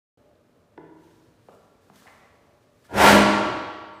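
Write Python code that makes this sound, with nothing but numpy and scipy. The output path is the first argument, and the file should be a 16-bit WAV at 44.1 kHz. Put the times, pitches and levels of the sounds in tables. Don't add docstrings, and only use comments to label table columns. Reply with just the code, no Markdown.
import sys
import numpy as np
from scipy import signal
from scipy.fft import rfft, irfft
from scipy.io import wavfile

SR = 44100
rng = np.random.default_rng(int(sys.argv[2]) if len(sys.argv) > 2 else 0)


def transcribe(signal):
    frames = np.atleast_2d(signal).T
    limited = np.clip(frames, -1, 1)
    pcm = np.round(limited * 32767).astype(np.int16)
    wavfile.write(sys.argv[1], SR, pcm)


N = 176400
T = np.arange(N) / SR


def amp(db):
    return 10 ** (np.asarray(db) / 20)


def rms_one(x):
    return x / np.sqrt(np.mean(x ** 2) + 1e-20)


def in_time(rows):
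    seconds, *columns = np.transpose(rows)
    return [np.interp(T, seconds, column, left=-120, right=-120) for column in columns]


def at_hz(points, hz):
    curve_hz, values = np.array(points).T[:2]
    return np.interp(np.log(hz), np.log(curve_hz), values)


def coloured(spectrum):
    hz = np.maximum(np.arange(N // 2 + 1) * SR / N, 1)
    white = rng.standard_normal(N)
    return rms_one(irfft(rfft(white) * amp(at_hz(spectrum, hz)), N))


def resonant(peaks, count=1):
    out, white = 0, rng.standard_normal(N)
    for k, (hz, width_hz, db) in enumerate(peaks):
        radius = np.exp(-np.pi * width_hz / SR)
        section = [1, 0, -1, 1, -2 * radius * np.cos(2 * np.pi * hz / SR), radius ** 2]
        band = rms_one(signal.sosfilt([section] * count, white))
        out = out + (-1) ** k * amp(db) * band
    return out


def drift(rate_hz):
    pole = np.exp(-2 * np.pi * rate_hz / SR)
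    white = rng.standard_normal(N + SR)
    settled = signal.lfilter([1], [1, -2 * pole, pole ** 2], white)[SR:]
    return rms_one(settled)


def ring(start_s, hz, t60, swell, sag=0):
    cycles = hz * np.maximum(T - start_s, 0)
    rise = 1 - np.exp(-cycles / swell)
    tone = np.sin(2 * np.pi * (cycles + sag * swell * rise))
    return rise ** 2 * tone * amp(-60 * cycles / hz / t60)


# frequency in Hz, relative level in dB per Hz.
VENT_SPECTRUM = [(15, -61), (25, -19), (37, -3.5), (198, -3.5), (240, -1.5), (399, -3.5), (567, -8.5),
                 (782, -16.5), (1200, -14), (2010, -22), (15500, -38)]
# frequency in Hz, width in Hz, level in dB.
HUMS = [(95.5, 32, -68), (247, 14, -74), (449, 60, -69.5)]
# time in seconds, level in dB.
DRONE_LEVEL = [(.17, -68), (.3, -63.5), (.47, -75), (.65, -70.5), (1.2, -78), (2.2, -76), (2.45, -65.5),
               (2.8, -69.5), (4.0, -85)]
# frequency in Hz, width in Hz, level in dB relative to the swell.
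DRONE_TONES = [(586, 17, 1), (706, 26, -6.5), (828, 14, -10), (1213, 16, -13.5)]
VENT_DB = -63.5


def background():
    ventilation = amp(VENT_DB + 0.4 * drift(5.3)) * coloured(VENT_SPECTRUM)
    drone = amp(in_time(DRONE_LEVEL)[0]) * resonant(DRONE_TONES)
    return ventilation + resonant(HUMS) + drone


# start in seconds, strength in dB, pitch in Hz,
# ring in cycles to -60 dB, share by which the pitch starts high.
FOOTFALLS = [(.297, -54, 4850, 6.5, .1), (.356, -47, 3780, 7.8, .1), (1.062, -66, 161, 7, 0.083),
             (1.161, -48, 150, 9.7, .1), (1.392, -42, 121, 4.6, .1), (1.27, -52, 126, 17, 0.11),
             (1.4855, -25, 387, 7.1, 3.2), (1.488, -30.5, 220, 3.6, 0.29), (1.4931, -40, 1220, 18, 0.87),
             (1.899, -28.5, 603, 5.8, 2.6), (1.901, -27, 192, 3.8, 0.35), (2.022, -35, 1090, 7.9, 0.72),
             (2.058, -36.5, 740, 13, 0.68), (2.0697, -33, 1994, 12.0, .1), (2.077, -20.5, 1700, 3.7, 0.059),
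             (2.093, -54, 590, 1.4, .4), (2.301, -48, 171.6, 6.0, 0.057), (2.852, -35, 1310, 6.6, .4)]
STEP_SWELL = 0.65
TICK_HZ, TICK_DB, TICK_T60_S = 2200, -14.5, 0.0022


def steps():
    out = 0
    for start_s, db, hz, cycles, sag in FOOTFALLS:
        thud = ring(start_s, hz, cycles / hz, STEP_SWELL, sag)
        tick = ring(start_s, TICK_HZ, TICK_T60_S, swell=.4)
        out = out + amp(db) * (thud + amp(TICK_DB) * tick)
    return out


# start in seconds, strength in dB.
TUGS = [(0.736, -47), (0.7764, -23)]
# frequency in Hz, level in dB relative to the tug,
# decay to -60 dB in seconds.
BOTTLE_MODES = [(159.3, -23, 0.23), (336.5, 0, 0.049), (423, -2.5, 0.041), (667, -14.5, 0.039),
                (880, -11.5, 0.038), (940, -14, 0.061), (1490, -17, 0.027), (1735, -16.5, 0.022),
                (1990, -18, 0.019), (2800, -20, 0.007), (3400, -19.5, 0.0058), (5200, -29, .003)]
POP_SWELL = 1.52


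def stopper():
    out = 0
    for start_s, tug_db in TUGS:
        for hz, mode_db, t60 in BOTTLE_MODES:
            out = out + amp(tug_db + mode_db) * ring(start_s, hz, t60, POP_SWELL)
    return out


# time in seconds, dry level in dB before the 2 dB trim.
RUSTLE_LEVEL = [(0.9, -89), (0.94, -80), (1.04, -66.5), (1.35, -76), (1.51, -69), (1.55, -65.5),
                (1.57, -72), (1.81, -78), (1.82, -68.5), (1.92, -71.5), (1.96, -56.5), (1.97, -57),
                (2.3, -74.5), (2.6, -76.5), (2.62, -70.5), (2.68, -78), (2.84, -67.5), (2.85, -58.5),
                (2.87, -60), (2.9, -88)]
# frequency in Hz, relative level in dB per Hz.
RUSTLE_SPECTRUM = [(710, -24), (1200, -14.5), (1780, -6), (1940, -12.5), (3730, -13.5), (4430, -14.5),
                   (5980, -15.5), (15500, -23)]
RUSTLE_TRIM_DB = -2.0


def rustle():
    level_db, = in_time(RUSTLE_LEVEL)
    return amp(level_db + RUSTLE_TRIM_DB + 1.26 * drift(120)) * coloured(RUSTLE_SPECTRUM)


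# time in seconds, dry level in dB.
SCRAPE_LEVEL = [(2.055, -75), (2.075, -48), (2.12, -65.5), (2.18, -60.5), (2.26, -61)]
# frequency in Hz, width in Hz, level in dB relative to the drag.
SOLE_RESONANCES = [(2110, 760, -7.5), (696, 670, -5.5)]


def scrape():
    level_db, = in_time(SCRAPE_LEVEL)
    return amp(level_db + 3.5 * drift(120)) * resonant(SOLE_RESONANCES, count=2)


# time in seconds, dry level in dB.
BOOM_LEVEL = [(2.87, -68), (2.92, -45), (2.95, -33.5), (3.0, -34.5), (3.1, -41), (3.2, -41), (3.3, -58),
              (3.45, -51)]
BOOM_HZ, BOOM_WIDTH_HZ = 76.7, 46


def boom():
    level_db, = in_time(BOOM_LEVEL)
    return amp(level_db) * resonant([(BOOM_HZ, BOOM_WIDTH_HZ, 0)], count=2)


# time in seconds, neck roar in dB, jet hiss in dB, body rumble in dB.
JET_LEVELS = [(2.88, -76, -68, -75), (2.9, -46, -59.5, -52), (2.93, -42, -51, -39.5),
              (2.955, -28.5, -37, -30.5), (2.985, -20, -25.5, -25), (3.01, -13.5, -19, -25),
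              (3.05, -14, -17.5, -22), (3.085, -13, -15, -21), (3.12, -24.5, -20, -23),
              (3.16, -23, -23.5, -18), (3.22, -32.5, -60, -48), (3.3, -45, -42, -46), (3.45, -60, -64, -84)]
# frequency in Hz, width in Hz, relative level in dB.
NECK_RESONANCES = [(587, 220, 3.5), (794, 200, 1.5), (941, 144, 1.5), (1378, 83, -4.5), (1620, 320, -2.5)]
# frequency in Hz, width in Hz, relative level in dB.
BODY_RESONANCES = [(121.4, 26, -6), (201.4, 15, -0.5), (280.5, 65, 1.5), (370, 91, 4.5), (480, 68, 0)]
# frequency in Hz, relative level in dB per Hz.
HISS_SPECTRUM = [(470, -16), (800, -10), (1120, -2.5), (1680, -5.5), (1880, -4.5), (2030, -4.5), (2540, -7),
                 (4160, -14), (15500, -27.5)]
FLUTTER_DB, FLUTTER_HZ = 1, 61


def jet():
    roar_db, hiss_db, rumble_db = in_time(JET_LEVELS)
    roar = amp(roar_db) * rms_one(resonant(NECK_RESONANCES, count=2))
    hiss = amp(hiss_db) * coloured(HISS_SPECTRUM)
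    rumble = amp(rumble_db) * rms_one(resonant(BODY_RESONANCES))
    return (roar + hiss + rumble) * amp(FLUTTER_DB * drift(FLUTTER_HZ))


# start in seconds, strength in dB, pitch in Hz.
FLAME_PUFFS = [(2.9, -45, 303), (2.948, -8, 564), (3.0, -15, 714), (3.032, 11.5, 746), (3.066, -8, 806),
               (3.12, -12, 582)]
PUFF_CYCLES, PUFF_SWELL = 8.0, 0.97


def puffs():
    out = 0
    for start_s, db, hz in FLAME_PUFFS:
        out = out + amp(db) * ring(start_s, hz, PUFF_CYCLES / hz, PUFF_SWELL, sag=0.77)
    return out


SQUEAK_S, SQUEAK_HZ, SQUEAK_SAG_HZ_PER_S, SQUEAK_DB = 3.93, 8150, 6000, -76


def squeak():
    t = np.maximum(T - SQUEAK_S, 0)
    onset = np.minimum(t / .005, 1)
    tone = np.sin(2 * np.pi * (SQUEAK_HZ - .5 * SQUEAK_SAG_HZ_PER_S * t) * t)
    return amp(SQUEAK_DB + 2.7 * drift(60)) * onset * tone


# frequency in Hz, time to fall 60 dB in seconds.
ROOM_DECAY = [(60, 1.47), (170, 1.3), (350, 1.45), (700, 1.444), (1100, 1.665), (2000, 1.394), (4000, 1.39),
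              (6000, 1.01), (8500, 0.77), (12000, 0.31)]
# frequency in Hz, level in dB before the echo gain,
# decay to -60 dB in seconds.
STANDING_WAVES = [(70.8, -56, 1.1), (163.2, -55, 1.41), (205, -57.5, 0.97), (261.3, -52, 0.81),
                  (316.6, -57, 1.45), (386.6, -56, 1.52), (470.2, -55, 0.79), (573.4, -53.5, 0.89),
                  (617, -57, 1.25), (657, -57.5, 1.17), (745.5, -58, 0.74), (991.6, -56.5, 1.4),
                  (1136, -55, 1.75), (1368.2, -54, 1.63)]
ECHO_DB, ECHO_GAP_S, ECHO_BUILD_S = -1, 0.012, 0.0027


def room(x):
    t = T[:2 * SR]
    edges = 30 * 2 ** np.arange(0, 9.6, 1 / 3)
    white = rng.standard_normal((2, len(t)))
    build = 1 - np.exp(-np.maximum(t - ECHO_GAP_S, 0) / ECHO_BUILD_S)
    tail = 0
    for k, (low, high) in enumerate(zip(edges, edges[1:])):
        t60 = at_hz(ROOM_DECAY, np.sqrt(low * high))
        bandpass = signal.butter(2, [low, min(high, .49 * SR)], "band", fs=SR, output="sos")
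        band = signal.sosfilt(bandpass, white[k % 2])
        decaying = rms_one(band * build * amp(-60 * t / t60))
        tail = tail + decaying * np.sqrt(t60 * (high - low) / SR / SR)
    turns = rng.random(len(STANDING_WAVES))
    for (hz, db, t60), turn in zip(STANDING_WAVES, turns):
        tail = tail + amp(db - 60 * t / t60) * np.sin(2 * np.pi * (hz * t + turn))
    return x + amp(ECHO_DB) * signal.fftconvolve(x, tail)[:N]


def scene():
    feet_and_cloth = steps() + rustle() + scrape() + squeak()
    bottle = stopper() + boom() + jet() + puffs()
    return (room(feet_and_cloth + bottle) + background())[None]


START_S, FADE_IN_S = .173, 0.0011
MIC_LOW_HZ, CUTOFF_HZ = 55, 15950


def record(dry):
    bass_cut = signal.butter(2, MIC_LOW_HZ, "high", fs=SR, output="sos")
    top_cut = signal.cheby2(20, 70, CUTOFF_HZ, fs=SR, output="sos")
    cut_in = np.clip((T - START_S) / FADE_IN_S, 0, 1)
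    rounded = np.tanh(signal.sosfilt(bass_cut, dry) * cut_in)
    return signal.sosfilt(top_cut, rounded)


dry = scene()
out = record(dry)
transcribe(out)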